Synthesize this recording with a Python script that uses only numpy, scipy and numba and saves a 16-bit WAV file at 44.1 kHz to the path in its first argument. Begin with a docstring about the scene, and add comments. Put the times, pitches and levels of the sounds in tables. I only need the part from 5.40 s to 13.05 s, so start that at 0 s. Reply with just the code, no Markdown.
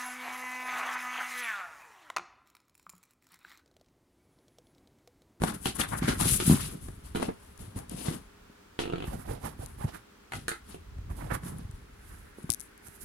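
"""Bumps and rubbing come first: a phone is set down in a small room, its case right by the microphone ports.
A tight cardboard lid knocks, judders off its box as it sticks and slips, and is put aside.
Fingertips swipe over the card. Then the phone is picked up, and its case creaks in a few sharp ticks.
Hands keep up a low rumble, over quiet room air, an appliance's hum and a fan's whirr."""
import sys
import numpy as np
from scipy import signal
from scipy.fft import rfft, irfft, next_fast_len
from scipy.io import wavfile
from numba import njit

SR = 44100
rng = np.random.default_rng(int(sys.argv[2]) if len(sys.argv) > 2 else 0)


def wav_out(sig):
    """Save sig, one row per channel (or a flat mono array), as 16-bit PCM at SR to the path in sys.argv[1]."""
    wavfile.write(sys.argv[1], SR, np.round(np.clip(np.atleast_2d(sig).T, -1, 1) * 32767).astype(np.int16))


N = 337188
TIME = np.arange(N) / SR
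RING_TIME = TIME[:16384]  # the clock for one short sound [s]


# Tone of the tick where the phone is hit: (frequency [Hz], level [dB])
CONTACT_TONE = [(150, 2), (650, 2.5), (1200, -0.5), (2200, -12), (4500, -18), (10000, -16.5), (16000, -41)]
# Blows to the phone: (time [s], rocking [dB], rocking pitch [Hz], case knock [dB], contact tick [dB])
PHONE_BUMPS = [(0.019, -20.5, 197, -18.5, -21.5), (0.037, -17.5, 225, -23, -12.5),
               (0.257, -21, 182, -22, -21), (0.387, -25, 191, -40, -51), (0.397, -28, 198, -37, -30),
               (0.621, -19.5, 223, -31, -47), (0.642, -19.5, 124, -35, -47), (0.68, -18, 212, -39, -51),
               (0.689, -12, 208, -20, -48), (0.811, -24.5, 215, -32, -32), (0.856, -20.5, 130, -21.5, -35),
               (1.024, -24, 247, -42, -51), (1.077, -10.5, 165, -48, -39), (1.485, -34, 294, -61, -35.5),
               (1.75, -22, 197, -33, -36), (1.884, -22, 203, -32, -43), (2.36, -27, 135, -33, -58),
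               (2.683, -17, 149, -22.5, -34), (2.71, -23.5, 234, -41, -52), (3.098, -43, 240, -48, -66),
               (3.538, -29, 170, -28, -56), (3.676, -23.5, 94.5, -31, -37), (4.192, -31.5, 83, -33.5, -56),
               (4.442, -22, 152, -41, -38), (4.449, -19, 119, -21, -50), (5.584, -29.5, 73, -44, -48),
               (5.702, -25, 66.6, -60, -43), (5.917, -24, 133, -46, -32), (6.034, -29, 119, -44, -38),
               (6.193, -32.5, 205, -46, -40), (6.246, -30, 89, -63, -50), (6.293, -33, 86.6, -62, -68),
               (6.985, -48, 329, -34, -57), (7.041, -27.5, 163, -38, -55), (7.094, -27.5, 103, -25, -28),
               (7.483, -42.5, 101, -48, -50)]

def bumps():
    """A blow rocks the phone on its soft support for a cycle or so; the case knocks, the contact ticks."""
    case_hz, case_ring_s = 328, 0.021
    flex_gain = undb([[-9], [0]])  # the case bends more at the right port
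    out = np.zeros((2, N))
    for s, db, hz, knock_db, tick_db in PHONE_BUMPS + bounces():
        cycles = RING_TIME * hz
        rocking = -np.sin(2 * np.pi * cycles) * cycles ** 2.76 * np.exp(-cycles / 0.21)
        knock_hz = case_hz * (1 + 0.17 * rng.standard_normal())
        knock = -np.sin(2 * np.pi * knock_hz * RING_TIME) * fade(case_ring_s) * flex_gain
        contact = rng.standard_normal((2, len(RING_TIME))) * fade(0.017) * 0.42
        contact[:, 0] -= 1  # a sharp click starts the tick
        tick = colour(contact, CONTACT_TONE)
        add(out, s, peak(rocking, db - .7) + peak(knock, knock_db - 2) + peak(tick, tick_db))
    return out + room(out, 0.15, 0.034, wet_db=-13.5)


def bounces(count=5, db=-5, hz=183, knock_db=-43, tick_db=-22.5, loss_db=2.5):
    """The phone drops onto its support and bounces, each bump sooner and weaker than the last."""
    times = slip_times(start=1.097, length=1, gap=.0135, growth=.88)[:count]
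    losses = loss_db * np.arange(count)
    return [(s, db - loss, hz, knock_db - loss, tick_db - loss) for s, loss in zip(times, losses)]


# Tones of rasping card, a scratching edge and hissing ports: (frequency [Hz], level [dB])
RASP_TONE = [(120, -22), (300, 8.5), (430, 1), (560, 1.5), (800, -1.5), (1200, -3.5), (1650, -2),
             (2100, -4), (3000, -14), (5000, -25), (8000, -53), (16000, -66.5)]
SCRATCH_TONE = [(1000, -25.5), (2000, -8.5), (2900, -2.5), (3800, -3.5), (5200, -7), (7000, -10.5),
                (10000, -16), (16000, -59)]
HISS_TONE = [(1000, -41), (3000, -25.5), (5500, -18), (7500, -10), (9000, -5), (10200, 0.5), (11200, -6.5),
             (12500, -14), (14000, -17.5), (16000, -31)]
# Rubs as the phone is placed, the lid worked loose, the card stroked and the phone lifted:
# (start [s], rise [s], fall [s], rasp [dB], scratch [dB], rumble [dB], hiss [dB],
#  lean to the left [dB] of which each layer takes a share, rumble pitch [Hz], rasp pitch [Hz])
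RUB_STROKES = [ (.015, 0.028, 0.063, -34.5, -45, -33.5, -40.5, 15, 215, 990),
               (.055, 0.022, 0.064, -35.5, -40.5, -37.5, -41, 10, 198, 1200),
               (0.128, 0.02, 0.031, -43, -50, -38, -45.5, 10, 163, 1330),
               (.195, 0.053, .03, -61, -56, -50, -44.5, 19, 199, 1300),
               (.246, 0.016, 0.047, -41, -37.5, -49, -38.5, 7, 193, 1300),
               (.265, 0.02, .04, -56, -36.5, -35.5, -42, 7, 167, 1340),
               (.345, .015, 0.025, -45, -49, -47, -38.5, 16, 180, 1050),
               (0.383, 0.024, 0.029, -29, -34.5, -31.5, -31, 17, 176, 1380),
               (0.419, 0.018, 0.028, -29.5, -55, -36.5, -43, 10, 162, 1300),
               (.472, 0.018, 0.062, -50, -51, -37.5, -46, 15, 100, 1370),
               (.51, 0.018, 0.048, -31, -53, -31, -43, 12, 119, 1170),
               (.555, 0.03, 0.028, -45.5, -51, -40, -40, 9, 195, 1160),
               (.61, 0.024, 0.092, -33, -42, -39, -49, 5, 165, 1570),
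               (0.671, 0.016, 0.072, -29.5, -34, -28.5, -36, 3.5, 201, 1520),
               (0.787, 0.023, 0.094, -30.5, -34, -30.5, -30, 12, 145, 1070),
               (.80, 0.09, 0.15, -48, -36, -35.5, -28, 9, 140, 1350),
               (0.899, 0.043, 0.045, -43, -51, -32.5, -26, 9, 114, 1490),
               (0.984, 0.025, 0.068, -41, -36.5, -38, -60, 4, 156, 1230),
               (1.04, 0.027, 0.068, -43, -38.5, -34, -30, 7, 170, 1160),
               (1.065, 0.048, 0.12, -34.5, -35.5, -31, -33.5, 5, 138, 1140),
               (1.159, 0.05, 0.14, -46, -41.5, -36.5, -39, 6.5, 125, 1320),
               (1.319, 0.022, 0.041, -62, -75, -38.5, -66, 13, 200, 1190),
               (1.406, 0.016, 0.21, -62, -64, -43, -54, 9, 104, 950),
               (1.63, 0.024, 0.11, -57, -59.5, -54.5, -56, 11, 89, 1080),
               (1.744, 0.015, 0.14, -48, -47.5, -43, -48, 10, 214, 980),
               (1.80, 0.029, 0.054, -35, -41.5, -32.5, -51, 15, 244, 800),
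               (1.87, 0.024, 0.031, -39, -64, -42, -65, -5, 198, 731),
               (1.95, .09, 0.2, -66, -68, -57.5, -63, 8, 84, 1120),
               (2.185, 0.01, 0.16, -52, -57, -43.5, -55.5, 15, 109, 850),
               (2.35, 0.021, 0.067, -44, -53.5, -37, -49.5, 8, 150, 800),
               (2.49, 0.03, 0.12, -49.5, -51, -41.5, -50.5, 14, 157, 726),
               (2.53, 0.075, 0.16, -51.5, -46.5, -45.5, -48, 17, 229, 880),
               (2.62, .05, 0.086, -41, -43.5, -45.5, -42, 15, 235, 900),
               (2.699, 0.037, 0.062, -49, -47.5, -40, -48.5, 10, 179, 1280),
               (3.389, 0.0091, 0.065, -54, -39, -56, -48, 7, 296, 1400),
               (3.63, 0.053, 0.089, -48, -58, -40, -54, -9, 102, 950),
               (3.70, .035, 0.091, -49, -58, -37, -51.5, -27, 138, 760),
               (3.765, .035, 0.071, -52, -62, -58, -55.5, -17, 115, 1060),
               (3.855, 0.057, 0.084, -42.5, -53, -37, -50, -18, 110, 650),
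               (4.018, 0.039, 0.064, -40, -49, -35.5, -46.5, -20, 129, 975),
               (4.18, .05, 0.063, -51, -57.5, -41, -52.5, -6, 110, 800),
               (4.25, 0.052, 0.084, -59, -68, -48.5, -59, 5, 100, 1100),
               (4.375, .035, 0.11, -46.5, -60, -39.5, -52, -18, 116, 810),
               (4.465, 0.019, 0.058, -45, -53, -47, -64, -11, 105, 850),
               (4.515, 0.036, 0.046, -44.5, -54, -48, -53, -13, 138, 1370),
               (4.925, 0.028, 0.092, -59, -48.5, -38, -51, 6, 120, 1330),
               (5.245, 0.064, 0.087, -57, -56.5, -54, -55.5, 6, 190, 950),
               (5.686, 0.024, 0.048, -51.5, -72, -39, -59.5, -21, 90, 1030),
               (5.745, 0.043, 0.22, -46.5, -60, -42, -55.5, -17, 124, 925),
               (5.898, 0.017, 0.029, -32.5, -56, -44, -54, -27, 119, 1290),
               (5.92, 0.031, 0.026, -35, -47.5, -31.5, -42.5, -15, 126, 1180),
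               (6.016, 0.051, 0.094, -50.5, -57, -39, -49, -4, 130, 1150),
               (6.10, 0.092, 0.12, -57, -64, -46, -64, -3, 131, 800),
               (6.25, .10, .17, -68, -70, -50, -68, 6, 80, 1520),
               (6.55, 0.16, 0.31, -62, -69, -53.5, -60, -6, 75, 1500),
               (6.96, 0.031, 0.21, -60, -69, -55.5, -61.5, 9, 215, 1150),
               (7.19, 0.036, 0.09, -73, -77, -63, -57, 4, 100, 1400),
               (7.431, 0.039, 0.05, -60, -66, -64, -50, -15, 141, 1430),
               (7.50, 0.053, 0.044, -67, -76, -73, -55, -20, 127, 1340),
               (7.59, 0.039, .09, -61, -70, -54.5, -48, -14, 89, 1430)]

def rubbing():
    """Each stroke shakes the phone, rasps on the card and hisses in the ringing ports."""
    rasp_db, scratch_db, press_db, hiss_db, pan_db, grip_hz, rasp_hz = np.array(RUB_STROKES).T[3:]
    clock = TIME[::32]
    sliding = stroke_power(clock)
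    pressing = stroke_power(clock, slow=1.23)  # pressure builds and eases more slowly
    sides = np.array([[1], [-1]])

    def loudness(power, db, pan_share):
        """Gain at each port: the strokes add up in power, each leaning to its own side."""
        gain = undb(sides * pan_share * pan_db / 2)
        gain = 2 * undb(db) * gain / np.sqrt(np.sum(gain ** 2, axis=0))
        return np.array([np.interp(TIME, clock, np.sqrt(port)) for port in gain ** 2 @ power])

    def pitch(power, db, hz):
        """The pitch leans toward the loudest stroke of the moment."""
        weight = undb(db)[:, None] ** 2 * power
        return np.interp(TIME, clock, hz @ weight / weight.sum(axis=0))

    # the phone rings on whatever holds it: higher on card, lower in the soft hand
    rumble = undb(-1.5) * loudness(pressing, press_db, 0) * shaking(pitch(pressing, press_db, grip_hz))
    drag = colour(friction(900, grain_db=2, patchy_db=2.86), RASP_TONE)
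    # the bending case pushes one port while it pulls the other
    drag = drag - colour(drag[::-1], [(300, -6), (550, 0), (1200, -2.5), (3000, -28.5)])
    # the card rings, and its pitch wanders as the contact travels
    card_hz = pitch(sliding, rasp_db, rasp_hz) * np.exp(0.12 * walk(40))
    card_ring = np.array([resonance(x, card_hz, damping=0.57) for x in drag])
    drag = undb(-1.5) * unit(drag + 2.7 * card_ring)
    scratch = undb(-3) * unit(colour(friction(1200, grain_db=2.7, patchy_db=1.9), SCRATCH_TONE))
    rasp = loudness(sliding, rasp_db, 0.59) * drag + loudness(sliding, scratch_db, 0.46) * scratch
    # single fibres snag, about 220 times a second, and add a bright crackle to the hiss
    snags = rng.standard_normal((2, N)) * (rng.random(N) < 220 / SR)
    grains = unit(colour(friction(1500, grain_db=1.2, patchy_db=2.5), HISS_TONE))
    grains += undb(-9) * unit(colour(snags, TICK_TONE))
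    # the right port rings less sharply and lets more of the highest treble through
    grains[1] = unit(colour(grains[1], [(5000, 2), (10200, -2.5), (12000, 5.5), (16000, 3)]))
    hiss = loudness(sliding, hiss_db, 0.88) * grains
    return rumble + rasp + hiss + room(rasp, 0.54, 0.3, wet_db=-14)


def stroke_power(clock, slow=1, depth_db=17.5):
    """Power of every stroke over time: it swells to its top speed, then dies away."""
    start, rise, fall = np.array(RUB_STROKES).T[:3, :, None]
    after_top = (clock - start - rise) / slow
    # exponents above 1 make the stroke linger near its top speed
    rising = (np.maximum(-after_top, 0) / rise) ** 1.31
    falling = (np.maximum(after_top, 0) / fall) ** 1.12
    return undb(-depth_db * np.minimum(rising + falling, 10)) ** 2


def friction(grain_hz, grain_db, patchy_db):
    """Fibres catch and let go: noise broken into grains that come in patches."""
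    return rng.standard_normal((2, N)) * undb(grain_db * walk(grain_hz) + patchy_db * walk(70))


# Tones of cracking card and its snapping edge: (frequency [Hz], level [dB])
CRACK_TONE = [(200, -21), (500, -12.5), (800, 6), (1050, -3.5), (1350, 5.5), (1800, -5.5), (2250, -1),
              (2950, -4), (3500, -4.5), (4300, -7.5), (5300, -24), (9000, -20), (16000, -65)]
SNAP_TONE = [(1500, -35), (3800, -3), (5200, -11.5), (7000, -7.5), (10200, -2.5), (12000, -11.5),
             (16000, -28)]
# Notes the box and lid ring at: (pitch [Hz], level [dB], time to fade by 60 dB [s])
BOX_NOTES = [(172.6, -7, 0.207), (262.6, -14.5, 0.147), (297, -11, 0.099), (349.5, -2, 0.11),
             (425.5, 5, 0.047), (494, -0.5, 0.026), (695, -1.5, 0.063), (953, -13.5, 0.051)]
# Knocks of the lid: (time [s], crack [dB], crack pitch [Hz], panel boom [dB], edge snap [dB])
LID_KNOCKS = [(0.2567, -21, 2900, -25, -50), (0.2701, -30, 2570, -47, -27), (0.3965, -32, 2320, -47, -39),
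              (0.4128, -23, 3850, -41, -26.5), (0.5263, -40, 1700, -49, -47), (0.626, -27, 2150, -56, -54),
              (0.682, -22.5, 2210, -47, -39), (0.8104, -27.5, 3970, -40, -25),
              (1.001, -24, 2980, -28.5, -49), (1.749, -34, 940, -30, -53), (1.7575, -24, 2960, -27.5, -49),
              (1.7719, -36, 3340, -30.5, -45), (1.799, -43, 2330, -29, -52), (1.8271, -28, 2800, -29, -37),
              (1.8901, -48, 1930, -26.5, -62), (2.683, -34, 1900, -31, -54),
              (3.3902, -21.5, 2830, -25, -48), (3.5349, -30.5, 1760, -24, -70),
              (4.9204, -27, 1750, -49, -43.5), (4.9341, -26, 2060, -40.5, -41),
              (5.0813, -19.5, 1730, -31.5, -23.5), (5.091, -49, 2230, -56, -25.5),
              (5.1157, -27, 1770, -35.5, -52), (5.3446, -43, 2460, -38, -55)]

def lid():
    """Every knock or slip cracks the card, snaps its edge and sets the panels booming."""
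    panels, edges = np.zeros(N), np.zeros((2, N))
    give = 1 - fade(0.0021)  # card gives way over a millisecond or so
    for s, crack_db, crack_hz, boom_db, snap_db in LID_KNOCKS + judder():
        fibres, burst = rng.standard_normal((2, 2, len(RING_TIME)))
        boom = np.zeros(len(RING_TIME))
        for hz, db, t60 in BOX_NOTES:
            # the grip and the spot that is struck shift each note a little
            louder_db, detune = rng.standard_normal(2) * (0.6, 0.039)
            boom += undb(db + louder_db) * np.sin(2 * np.pi * hz * (1 + detune) * RING_TIME) * fade(t60)
        fibres = fibres + 0.2 * fibres[::-1]  # each port hears a little of the other side
        crack = colour(fibres * give * (fade(0.016) + undb(-37) * fade(.08)), CRACK_TONE)
        # the bent wall rings briefly at a pitch set by its free length
        wall_hz = np.full(len(RING_TIME), float(crack_hz))
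        crack = crack + 2.25 * np.array([resonance(x, wall_hz, damping=0.15) for x in crack])
        snap = colour(burst * give * (fade(0.013) + undb(-19.5) * fade(0.15)), SNAP_TONE)
        add(panels, s, chatter(peak(boom, boom_db + 7.5), gap_s=.008, db=-12.5, count=2))
        add(edges, s, chatter(peak(crack, crack_db - .5), gap_s=.006, db=-18.5, count=3))
        add(edges, s, peak(snap, snap_db + 2.5))
    booms = from_box(panels, pan_db=-2.8)
    return booms + edges + room(booms, 0.18, 0.25, wet_db=-5) + room(edges, 0.21, 0.19, wet_db=0.42)


# Runs of lid slips: (start [s], length [s], first gap [s], gap growth [ratio], crack [dB], boom [dB])
LID_JUDDERS = [(3.404, .128, .0156, 1.1, -35, -31), (3.558, .09, .0235, .92, -33.5, -32.5)]

def judder(crack_hz=2900, snap_db=-57, scatter_db=2.1):
    """The tight lid sticks and slips, making a run of small, uneven knocks."""
    return [(s, crack_db + scatter_db * rng.standard_normal(), crack_hz, boom_db, snap_db)
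            for start, length, gap, growth, crack_db, boom_db in LID_JUDDERS
            for s in slip_times(start, length, gap, growth)]


def chatter(sound, gap_s, db, count):
    """A slip is followed by a few weaker ones, unevenly spaced."""
    lags = np.cumsum(rng.uniform(.5, 1.5, count)) * gap_s
    out = sound.copy()
    for k, lag in enumerate(lags):
        start = max(int(lag * SR), 1)
        out[..., start:] += undb(db - 0.58 * k) * sound[..., :-start]
    return out


# Swipes and squeaks: (start [s], length [s], slip rate scale [Hz], level [dB], left minus right [dB])
CARD_SWIPES = [(0.405, .016, 3650, -30.5, 1), (3.715, 0.049, 849, -46.5, -11),
               (3.876, 0.076, 549.5, -46, -8), (4.029, 0.066, 1080, -44.5, -11.5),
               (4.187, 0.064, 857, -53, -12.5), (4.393, 0.095, 1034, -46.5, -5),
               (4.529, 0.035, 1850, -62, -9), (6.085, 0.11, 187.7, -43.5, 0)]

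def swipes():
    """A fingertip sticks and slips on the card, faster as it speeds up and slower as it stops."""
    out = np.zeros((2, N))
    jitter = np.exp(.11 * walk(900))
    grip = undb(3 * walk(300))
    for s, length, hz, db, pan_db in CARD_SWIPES:
        on = (TIME >= s) & (TIME < s + length)
        speed = np.sin(np.pi * (TIME[on] - s) / length)
        slips = np.cumsum(hz * (0.13 + 0.76 * speed) * jitter[on]) / SR
        sawtooth = (slips % 1 - .5) * grip[on]
        # slow swipes sound softer, with less treble
        drag = colour(sawtooth, [(0.062 * hz, -3), (hz, 0), (2 * hz, -9), (6 * hz, -25)])
        out[:, on] += from_box(undb(db) * unit(drag * speed), pan_db)
    return out + room(out, 0.52, 0.26, wet_db=-15.5)


# Tone of a dry tick: (frequency [Hz], level [dB])
TICK_TONE = [(500, -49), (2000, -25.5), (4000, -18), (5600, -14), (6600, -7.5), (7300, -10), (8000, -5.5),
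             (8800, -6.5), (10000, 0.5), (11000, -1), (12400, -11.5), (13200, -16), (16000, -40)]
# Single ticks of the case: (time [s], level [dB])
CASE_TICKS = [(2.177, -35), (2.3896, -24), (2.496, -24), (2.514, -29), (4.261, -26.5), (6.185, -31),
              (6.312, -34.5), (7.032, -37), (7.1027, -1), (7.378, -38.5), (7.484, -33)]
# Creaks, each an evenly spaced run of ticks: (start [s], length [s], gap [s], level [dB])
CASE_CREAKS = [(7.1108, .04, .00878, -14.5), (7.1976, .019, .0074, -23.5)]

def creak(scatter_db=2.5):
    """The gripped case slips in very short, dry ticks next to the left port, singly or in runs."""
    left = np.zeros(N)
    runs = [(s, db + scatter_db * rng.standard_normal())
            for start, length, gap, db in CASE_CREAKS for s in slip_times(start, length, gap)]
    for s, db in CASE_TICKS + runs:
        tick = colour(rng.standard_normal(len(RING_TIME)) * fade(0.0039), TICK_TONE)
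        add(left, s, peak(tick, db))
    direct = np.array([left, undb(-32) * far_port(left)])
    return direct + room(direct, .3, 0.32, wet_db=-23)


# How strongly the hands rumble: (time [s], level [dB])
HAND_LEVELS = [(0.0, -42), (0.32, -51), (0.74, -37), (1.0, -38), (1.47, -56), (1.85, -43), (2.02, -65),
               (2.66, -49), (2.94, -58), (3.4, -69), (3.55, -50), (4.34, -47), (4.6, -77), (5.38, -49.5),
               (5.72, -38.5), (6.11, -45.5), (7.36, -63.5), (7.64, -65)]

def handling(grip_hz=84.6):
    """Hands shifting on the box and the phone keep up a low rumble."""
    level_db = np.interp(TIME, *np.transpose(HAND_LEVELS)) - 2.5
    return undb(level_db) * shaking(grip_hz * np.exp(0.092 * walk(5.1)))


# Tone of the shaking phone: (frequency [Hz], level [dB])
RUMBLE_TONE = [(20, 11.5), (45, 14.5), (90, -0.5), (150, -1.5), (240, 0.5), (310, 0), (420, -2.5),
               (700, -8), (2000, -55)]

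def shaking(hz):
    """Friction shakes the phone at its natural pitch and rocks one port against the other."""
    hz = np.clip(hz, 40, 450)
    push = friction(150, grain_db=3.1, patchy_db=2)
    # the soft support muffles whatever lies far from that pitch
    ringing = np.array([resonance(resonance(x, hz, 0.55), hz, 2.33) for x in push])
    shake, rock = unit(colour(ringing / np.sqrt(hz), RUMBLE_TONE))
    rock = colour(rock, [(40, -15.5), (130, -14.5), (260, -10.5), (450, 5.5)])
    return np.array([shake + rock, shake - rock])


# Tone of the room's air: (frequency [Hz], level [dB])
AIR_TONE = [(15, -63), (25, -0.5), (92, -2.5), (111, -8), (145, -8.5), (195, 2), (256, -3.5), (293, -3.5),
            (363, -8.5), (405, -6.5), (754, -12), (1330, -14.5), (2610, -19.5), (2990, -20.5), (16000, -33)]

def room_air(level_db=-59.5):
    """A soft rush: the bass is alike at both ports; near 500 Hz they move against each other."""
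    shared, side = colour(rng.standard_normal((2, N)), AIR_TONE)
    side = colour(side, [(60, -33), (200, -12.5), (450, 0.5), (700, -2.5), (1400, 1), (16000, 0)])
    shared = colour(shared, [(400, -1), (620, -6), (900, 0.5), (1350, 4), (2000, 0.5), (16000, -0.5)])
    return undb(level_db + 0.17 * walk(8.5)) * np.array([shared + side, shared - side]) / np.std(shared)


# Tone of the fan: (frequency [Hz], level [dB])
FAN_TONE = [(100, -9), (370, 9), (520, -8), (680, -32), (1000, -13), (1450, 7.5), (2200, 2.5), (5000, -29),
            (16000, -27)]
# Notes in the hum: (pitch [Hz], level [dB])
HUM_NOTES = [(118.4, -82), (296.1, -88), (409.1, -72)]

def appliances():
    """An appliance hums, wavering a little; a fan's whirr grows once the phone is lifted."""
    hum = np.zeros(N)
    for hz, db in HUM_NOTES:
        gain = undb(db + 2.8 * walk(3.5)) * np.sqrt(2)
        hum += gain * np.sin(2 * np.pi * hz * TIME + .5 * walk(1.73))
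    whirr = unit(colour(rng.standard_normal((2, N)), FAN_TONE))
    return hum + whirr * undb(np.interp(TIME, [6.1, 6.9], [-72, -62]))


def room(x, t60, treble_t60, wet_db):
    """Blurred echoes of a small furnished room; lows and treble each have their own fade time [s]."""
    noise = rng.standard_normal((2, len(RING_TIME)))
    low = signal.sosfilt(signal.butter(1, 2500, fs=SR, output="sos"), noise)
    onset = np.clip(RING_TIME / 0.0017 - 1, 0, 1)
    tail = (low * fade(t60) + (noise - low) * fade(treble_t60)) * onset
    # long waves are alike at both ports
    side = signal.sosfilt(signal.butter(1, 350, "high", fs=SR, output="sos"), tail[1])
    tail = unit(np.array([tail[0] + side, tail[0] - side])) / np.sqrt(len(RING_TIME))
    return undb(wet_db) * signal.fftconvolve(x.mean(axis=0)[None], tail, axes=1)[:, :N]


def from_box(x, pan_db):
    """Sound from the box reaches the right port first."""
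    return np.array([far_port(x) * undb(pan_db / 2), x * undb(-pan_db / 2)])


def far_port(x, lag_samples=28):
    """Sound arrives a little later at the farther port."""
    return np.roll(x, lag_samples)


def slip_times(start, length, gap, growth=1):
    """Times of a run of slips; each gap is the one before times growth."""
    lags = np.concatenate([[0], np.cumsum(gap * growth ** np.arange(20))])
    return start + lags[lags < length]


@njit
def resonance(x, hz, damping):
    """Band-pass filter that rings at a pitch that may move; less damping rings longer."""
    out, band_state, low_state = np.empty(len(x)), 0., 0.
    for i in range(len(x)):
        step = np.tan(np.pi * hz[i] / SR)
        band = (band_state + step * (x[i] - low_state)) / (1 + step * (step + damping))
        band_state = 2 * band - band_state
        low_state += 2 * step * band
        out[i] = damping * band
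    return out


def colour(x, points):
    """Shape a sound's tone along a curve of (frequency [Hz], level [dB]) points."""
    size = 2 * next_fast_len(x.shape[-1] // 2 + 1)
    hz, db = np.transpose(points)
    freq = np.maximum(np.fft.rfftfreq(size, 1 / SR), 1)
    cepstrum = irfft(np.log(undb(np.interp(np.log(freq), np.log(hz), db))))
    # folding makes the filter ring after a sound, never before it
    cepstrum[1:size // 2] *= 2
    cepstrum[size // 2 + 1:] = 0
    return irfft(rfft(x, size) * np.exp(rfft(cepstrum)))[..., :x.shape[-1]]


def undb(db):
    """Turn decibels into a gain."""
    return 10 ** (np.asarray(db) / 20)


def unit(x):
    """Scale to an average (rms) level of 1."""
    return x / np.sqrt(np.mean(x ** 2))


def peak(x, db):
    """Scale so that the average of the ports peaks at db."""
    return x * undb(db) / np.abs(np.atleast_2d(x).mean(axis=0)).max()


def fade(t60):
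    """Die away by 60 dB every t60 seconds."""
    return np.exp(-np.log(1000) * RING_TIME / max(t60, 1e-4))


def walk(rate):
    """Wander about zero, by roughly 1, through rate random points a second."""
    knots = rng.standard_normal(N // 8)
    return np.interp(TIME * rate, np.arange(len(knots)), knots)


def add(out, s, sound):
    """Mix a sound in at s seconds."""
    start = max(int(s * SR), 0)
    part = sound[..., :max(N - start, 0)]
    out[..., start:start + part.shape[-1]] += part


def scene():
    """All the sounds together at the left and right ports."""
    return rubbing() + handling() + bumps() + lid() + swipes() + creak() + room_air() + appliances()


def record(dry):
    """The phone rounds off the loudest peaks and cuts the highest treble."""
    ceiling, top_hz = .8, 16200
    rounded = dry / (1 + (dry / ceiling) ** 6) ** (1 / 6)
    return signal.sosfilt(signal.ellip(8, .2, 70, top_hz, fs=SR, output="sos"), rounded)


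dry = scene()
out = record(dry)
wav_out(out)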